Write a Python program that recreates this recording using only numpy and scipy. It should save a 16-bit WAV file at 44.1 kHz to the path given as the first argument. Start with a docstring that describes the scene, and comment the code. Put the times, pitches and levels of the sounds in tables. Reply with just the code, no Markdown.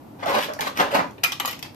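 """A small, hard kitchen over a low, steady rumble; things are handled a little left of the microphone.
First a container is dragged over the table in short scrapes: its slips ring the table, squeak and
rustle the contents, with crisp crackles and dull bumps between. Then, from about 1.2 s, a glass clinks
sharply against a dish, both ringing, and rattles to rest. Two faint scrapes and a crackle come late.
The table top and the room answer every sound."""
import sys
import numpy as np
from scipy import signal
from scipy.fft import rfft, irfft, next_fast_len
from scipy.io import wavfile

SR = 44100
rng = np.random.default_rng(int(sys.argv[2]) if len(sys.argv) > 2 else 0)


def file_out(sig):
    """Save sig as 16-bit WAV at sys.argv[1]."""
    # one column per channel
    cols = np.atleast_2d(sig).T
    # limit, then scale
    lim = np.clip(cols, -1, 1)
    pcm = np.round(lim * 32767).astype(np.int16)
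    wavfile.write(sys.argv[1], SR, pcm)


N = 77175

# Spectrum of the container rubbing or thudding on the table: f/Hz, relative level/dB
RUB_SPECTRUM = [(40, -35), (120, -22.5), (230, -8.5), (370, -13), (800, -3), (1200, -2.5), (2000, -12),
                (3200, -22.5), (6000, -30), (15000, -58)]
# Spectrum of a hard, crisp contact: f/Hz, relative level/dB
CRACK_SPECTRUM = [(150, -26.5), (600, -3.5), (1300, -4), (2800, 6.5), (4500, 2), (6500, -4.5), (9000, -14),
                  (12500, -12.5), (14000, -17), (16000, -13.5)]


def amp(db):
    """Decibels to gain."""
    return 10 ** (np.asarray(db) / 20)


def unit(x):
    """Scale to rms 1."""
    return x / np.sqrt(np.mean(x ** 2) + 1e-20)


def along(points, hz):
    """Read (f/Hz, value) points on a log frequency axis."""
    f, values = np.transpose(points)
    return np.interp(np.log(hz + 1), np.log(f + 1), values)


def filtered(x, response):
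    """Filter x by a complex response of frequency."""
    n = x.shape[-1]
    padded = next_fast_len(n + 4096)
    return irfft(rfft(x, padded) * response(np.fft.rfftfreq(padded, 1 / SR)), padded)[..., :n]


def noise(spectrum, size, tilt_db=0):
    """Coloured noise of rms 1, tilted by tilt_db per octave about 4 kHz."""
    colour = lambda hz: amp(along(spectrum, hz) + tilt_db * np.log2((hz + 100) / 4000))
    return unit(filtered(rng.standard_normal(size), colour))


def fade(t, t60):
    """Exponential decay, 60 dB down after t60 seconds."""
    return np.exp(-np.log(1000) * t / t60)


def onset(t, rise_s):
    """Exponential rise from 0 towards 1."""
    return 1 - np.exp(-t / rise_s)


def add(track, start_s, sound):
    """Mix a stereo sound into the track."""
    part = track[:, max(round(start_s * SR), 0):][:, :sound.shape[1]]
    part += sound[:, :part.shape[1]]


def diffuse(pair):
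    """Two unrelated signals become a diffuse field at the microphone, alike mainly in the bass."""
    # Likeness of left and right: f/Hz, correlation
    likeness = [(100, 0.95), (300, 0.7), (600, 0.15), (1200, 0.15), (15000, 0.24)]
    angle = lambda hz: np.arccos(np.clip(along(likeness, hz), -1, 1)) / 2
    mid, side = filtered(pair, lambda hz: np.array([np.cos(angle(hz)), np.sin(angle(hz))]))
    return np.array([mid + side, mid - side])


def kitchen(x, early_db=-0.5, room_db=-2, left_lead_s=0.000369):
    """Direct sound from the left, quick reflections off the table top and the room's tail."""
    # Reverberation time of the room: f/Hz, t60/s
    room_t60 = [(150, 0.6), (600, 0.23), (2500, 0.27), (6000, 0.29), (13000, 0.19)]
    t = np.arange(SR // 3) / SR
    hz, frame_s, spectra = signal.stft(rng.standard_normal((2, len(t))), SR, nperseg=256)
    spectra *= fade(frame_s, along(room_t60, hz)[:, None])
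    tail = signal.istft(spectra, SR, nperseg=256)[1][:, :len(t)]
    tail = unit(tail * onset(t, rise_s=0.006))
    early = unit(rng.standard_normal((2, len(t))) * fade(t, t60=0.046))
    reflections = diffuse(amp(room_db) * tail + amp(early_db) * early) / np.sqrt(len(t))
    out = signal.fftconvolve(x[None], reflections, axes=1)
    direct = filtered(x, lambda f: np.exp(1j * np.pi * f * left_lead_s * np.array([[1], [-1]])))
    add(out, 0, direct)
    return out


def rumble():
    """Low, steady room tone reaching the microphone from all sides."""
    # Room tone: f/Hz, relative level/dB
    spectrum = [(20, -27), (38, -33), (52, -9), (66, -13), (90, -0.5), (135, 0), (190, -2.5), (270, 4),
                (440, -9), (850, -7.5), (1600, -23), (3000, -28.5), (8000, -37.5), (14000, -40)]
    return diffuse(np.array([noise(spectrum, N), noise(spectrum, N)]))


def friction(stroke, response, slips_per_s=900, spread_db=3.5):
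    """Uneven stick-slip pulses over a little smooth rubbing follow the stroke and drive a response."""
    n = len(stroke)
    sizes = amp(spread_db * np.minimum(rng.standard_normal(n), 2)) * rng.choice([-1, 1], n)
    slips = unit(sizes * (rng.random(n) < slips_per_s / SR))
    force = stroke * unit(slips + 0.27 * rng.standard_normal(n))
    return unit(filtered(force, response)) * np.sqrt(np.mean(stroke ** 2))


def resonance(f, centre_hz, width_hz, dull_hz=3530):
    """One damped resonance, its treble rolled off steeply above dull_hz."""
    peak = 1j * f * width_hz / (centre_hz ** 2 - f ** 2 + 1j * f * width_hz)
    return peak / (1 + (f / dull_hz) ** 4)


def scrapes():
    """Each push swells and dies; its slips ring the table, squeak at the contact, rustle the contents."""
    # Pushes: peak t/s, rise/s, fall/s, relative table level/dB, relative rustle level/dB, squeak f/Hz
    pushes = [(.2, .015, 0.06, -43, -51, 840), (.23, .007, 0.03, -24, -63, 740),
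              (.294, 0.038, 0.038, -19.5, -31, 1005), (.35, .028, 0.049, -18.5, -28, 798),
              (.387, 0.019, 0.017, -22, -27.5, 1010), (0.436, 0.048, 0.034, -34, -28.5, 1070),
              (.497, 0.013, .04, -31.5, -76, 623), (0.614, .007, 0.034, -29, -30, 850),
              (.674, 0.044, 0.022, -28, -32, 1110), (.78, 0.027, 0.06, -27, -35, 600),
              (.803, .018, 0.025, -12.5, -24, 803), (.845, 0.037, 0.12, -32, -49, 550),
              (0.919, 0.019, 0.054, -26.5, -35.5, 550), (.954, 0.017, 0.021, -15.5, -24, 733),
              (.991, .022, 0.027, -18.5, -46, 1018), (1.035, 0.024, 0.06, -36.5, -58, 990),
              (1.496, 0.04, 0.071, -51, -39, 1160), (1.652, .012, 0.018, -45, -41.5, 950)]
    # Resonances of the table: f/Hz, width/Hz, relative level/dB
    table_modes = [(294.6, 21.5, -2), (440, 37, -10.5), (571.5, 66, 4.5), (613, 34, -7.5), (767, 24, -11),
                   (820, 70, 0), (1009, 23, -3), (1100, 27, -22), (1340, 34, -41), (1680, 23, -30),
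                   (1980, 37, -17), (2400, 60, -45)]
    # Rustle of the contents: f/Hz, relative level/dB
    rustle_spectrum = [(200, -38), (900, -10), (1800, -5.5), (3000, -4), (4600, -11), (6500, -18),
                       (9000, -25), (12500, -25), (15000, -31)]
    table_response = lambda f: sum(amp(db) * resonance(f, hz, width) for hz, width, db in table_modes)
    out = np.zeros((2, N))
    for peak_s, rise, fall, table_db, rustle_db, squeak_hz in pushes:
        t = np.arange(SR // 4) / SR - 2 * rise
        stroke = np.exp(-2 * (t / np.where(t < 0, rise, fall)) ** 2)
        ring = friction(stroke, table_response)
        squeak = friction(stroke, lambda f: resonance(f, squeak_hz, width_hz=62))
        rub = friction(stroke, lambda f: amp(along(RUB_SPECTRUM, f)))
        rustle = friction(stroke, lambda f: amp(along(rustle_spectrum, f)))
        table = amp(-4.5) * ring + amp(-3) * rub + amp(-7) * squeak
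        add(out, peak_s - 2 * rise, kitchen(amp(table_db) * table + amp(rustle_db) * rustle))
    return out


def crackles():
    """Crisp crackles of the rustle, each a very short burst of bright noise."""
    # Crackles: t/s, relative level/dB
    snaps = [(0.259, -24.5), (0.536, -24), (.591, -29.5), (0.608, -13), (0.774, -20), (.947, -46),
             (1.109, -40), (1.745, -39)]
    out, t = np.zeros((2, N)), np.arange(SR // 10) / SR
    for start_s, db in snaps:
        snap = amp(db) * noise(CRACK_SPECTRUM, len(t), tilt_db=2.5) * fade(t, t60=0.0082)
        add(out, start_s, kitchen(snap))
    return out


def bumps():
    """The container bumps down: one short, hollow tone with a dull thud."""
    # Soft bumps: t/s, relative level/dB, f/Hz
    knocks = [(.262, -15.5, 680), (.486, -21, 607), (.566, -27, 630), (0.5895, -22.5, 1777),
              (0.595, -13.5, 847), (.670, -15.5, 1130), (.7995, -15.5, 575), (.939, -20, 630)]
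    out, t = np.zeros((2, N)), np.arange(SR // 10) / SR
    for start_s, db, hz in knocks:
        tone = np.sin(2 * np.pi * hz * t)
        thud = 0.35 * noise(RUB_SPECTRUM, len(t))
        knock = amp(db) * (tone + thud) * fade(t, t60=0.032) * onset(t, rise_s=0.00043)
        add(out, start_s, kitchen(knock))
    return out


def ringing(modes, t, scatter_db=1.5, chatter_hz=25):
    """Damped modes, blurred by chatter and a little different at every blow."""
    out = np.zeros(len(t))
    for hz, db, t60 in modes:
        gain = amp(db + scatter_db * rng.standard_normal())
        phase = 2 * np.pi * (hz * t + rng.random())
        drift = np.cumsum(rng.standard_normal(len(t))) * np.sqrt(2 * np.pi * chatter_hz / SR)
        out += gain * fade(t, t60) * np.sin(phase + drift)
    return out


def clinks():
    """Every contact cracks and rings both the glass and the dish; the blows carry little bass."""
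    # Contacts: t/s, relative levels of glass/dB, dish/dB and crack/dB, crack tilt/(dB per octave)
    contacts = [(1.181, -72, -54, -32, -10.5), (1.2335, -27.5, -62, -27, 0), (1.237, -20.5, -25, -8, 0),
                (1.243, -21, -32.5, -16.5, 5), (1.320, -42, -40, -19, 0.5), (1.3265, -60, -38, -24, -0.5),
                (1.3987, -55, -24, -18.5, 3.5), (1.4013, -50, -41, -19.5, -8.5),
                (1.449, -47, -26, -21.5, -5), (1.4567, -60, -32, -17, 9), (1.4769, -60, -28, -22.5, 6.5),
                (1.483, -62, -34, -28, 1), (1.491, -58, -45, -26, 2.5), (1.5104, -55, -66, -26.5, 7),
                (1.530, -47, -44, -28.5, -1), (1.591, -57, -65, -33, 1), (1.6268, -52, -62.5, -22.5, -0.5)]
    # Modes of the glass: f/Hz, relative level/dB, t60/s
    glass_modes = [(1324, -2.5, 0.079), (1645, -9, 0.06), (1850, -34, .04), (2050, -11, 0.12),
                   (2420, 1.5, 0.071), (2460, 2, .07), (3123, -5, 0.031), (3660, -23, 0.028),
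                   (4200, -7, 0.02)]
    # Modes of the dish: f/Hz, relative level/dB, t60/s
    dish_modes = [(516, -15, 0.087), (824, 0, 0.022), (1151, 4.5, 0.029), (1933, -6, 0.05),
                  (2443, -6.5, .04), (3014, -3, 0.046), (3880, -10, 0.023)]
    bass_cut = signal.butter(2, 377, "high", fs=SR, output="sos")
    out, t = np.zeros((2, N)), np.arange(SR // 6) / SR
    for start_s, glass_db, dish_db, crack_db, tilt_db in contacts:
        crack = amp(crack_db) * noise(CRACK_SPECTRUM, len(t), tilt_db) * fade(t, t60=0.014)
        glass = amp(glass_db) * ringing(glass_modes, t)
        dish = amp(dish_db) * ringing(dish_modes, t)
        blow = signal.sosfilt(bass_cut, (crack + glass + dish) * onset(t, rise_s=0.00029))
        add(out, start_s, kitchen(blow, early_db=2, room_db=-2.5))
    return out


def scene():
    """Over the room's rumble, first the container, then the glass and the dish."""
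    room_tone = amp(-44) * rumble()
    container = amp(-3) * (scrapes() + bumps() + crackles())
    return room_tone + container + clinks()


def record(dry, top_hz=14450):
    """The microphone's left port lifts the top treble; both channels cut off steeply above top_hz."""
    # Resonance of the left port: f/Hz, gain/dB
    left_port = [(7000, 0), (9500, 2.5), (11000, 3), (12600, 15), (14000, 6), (16000, -34)]
    left = filtered(dry[0], lambda hz: amp(along(left_port, hz)))
    return filtered(np.array([left, dry[1]]), lambda hz: 1 / np.sqrt(1 + (hz / top_hz) ** 90))


dry = scene()
out = record(dry)
file_out(out)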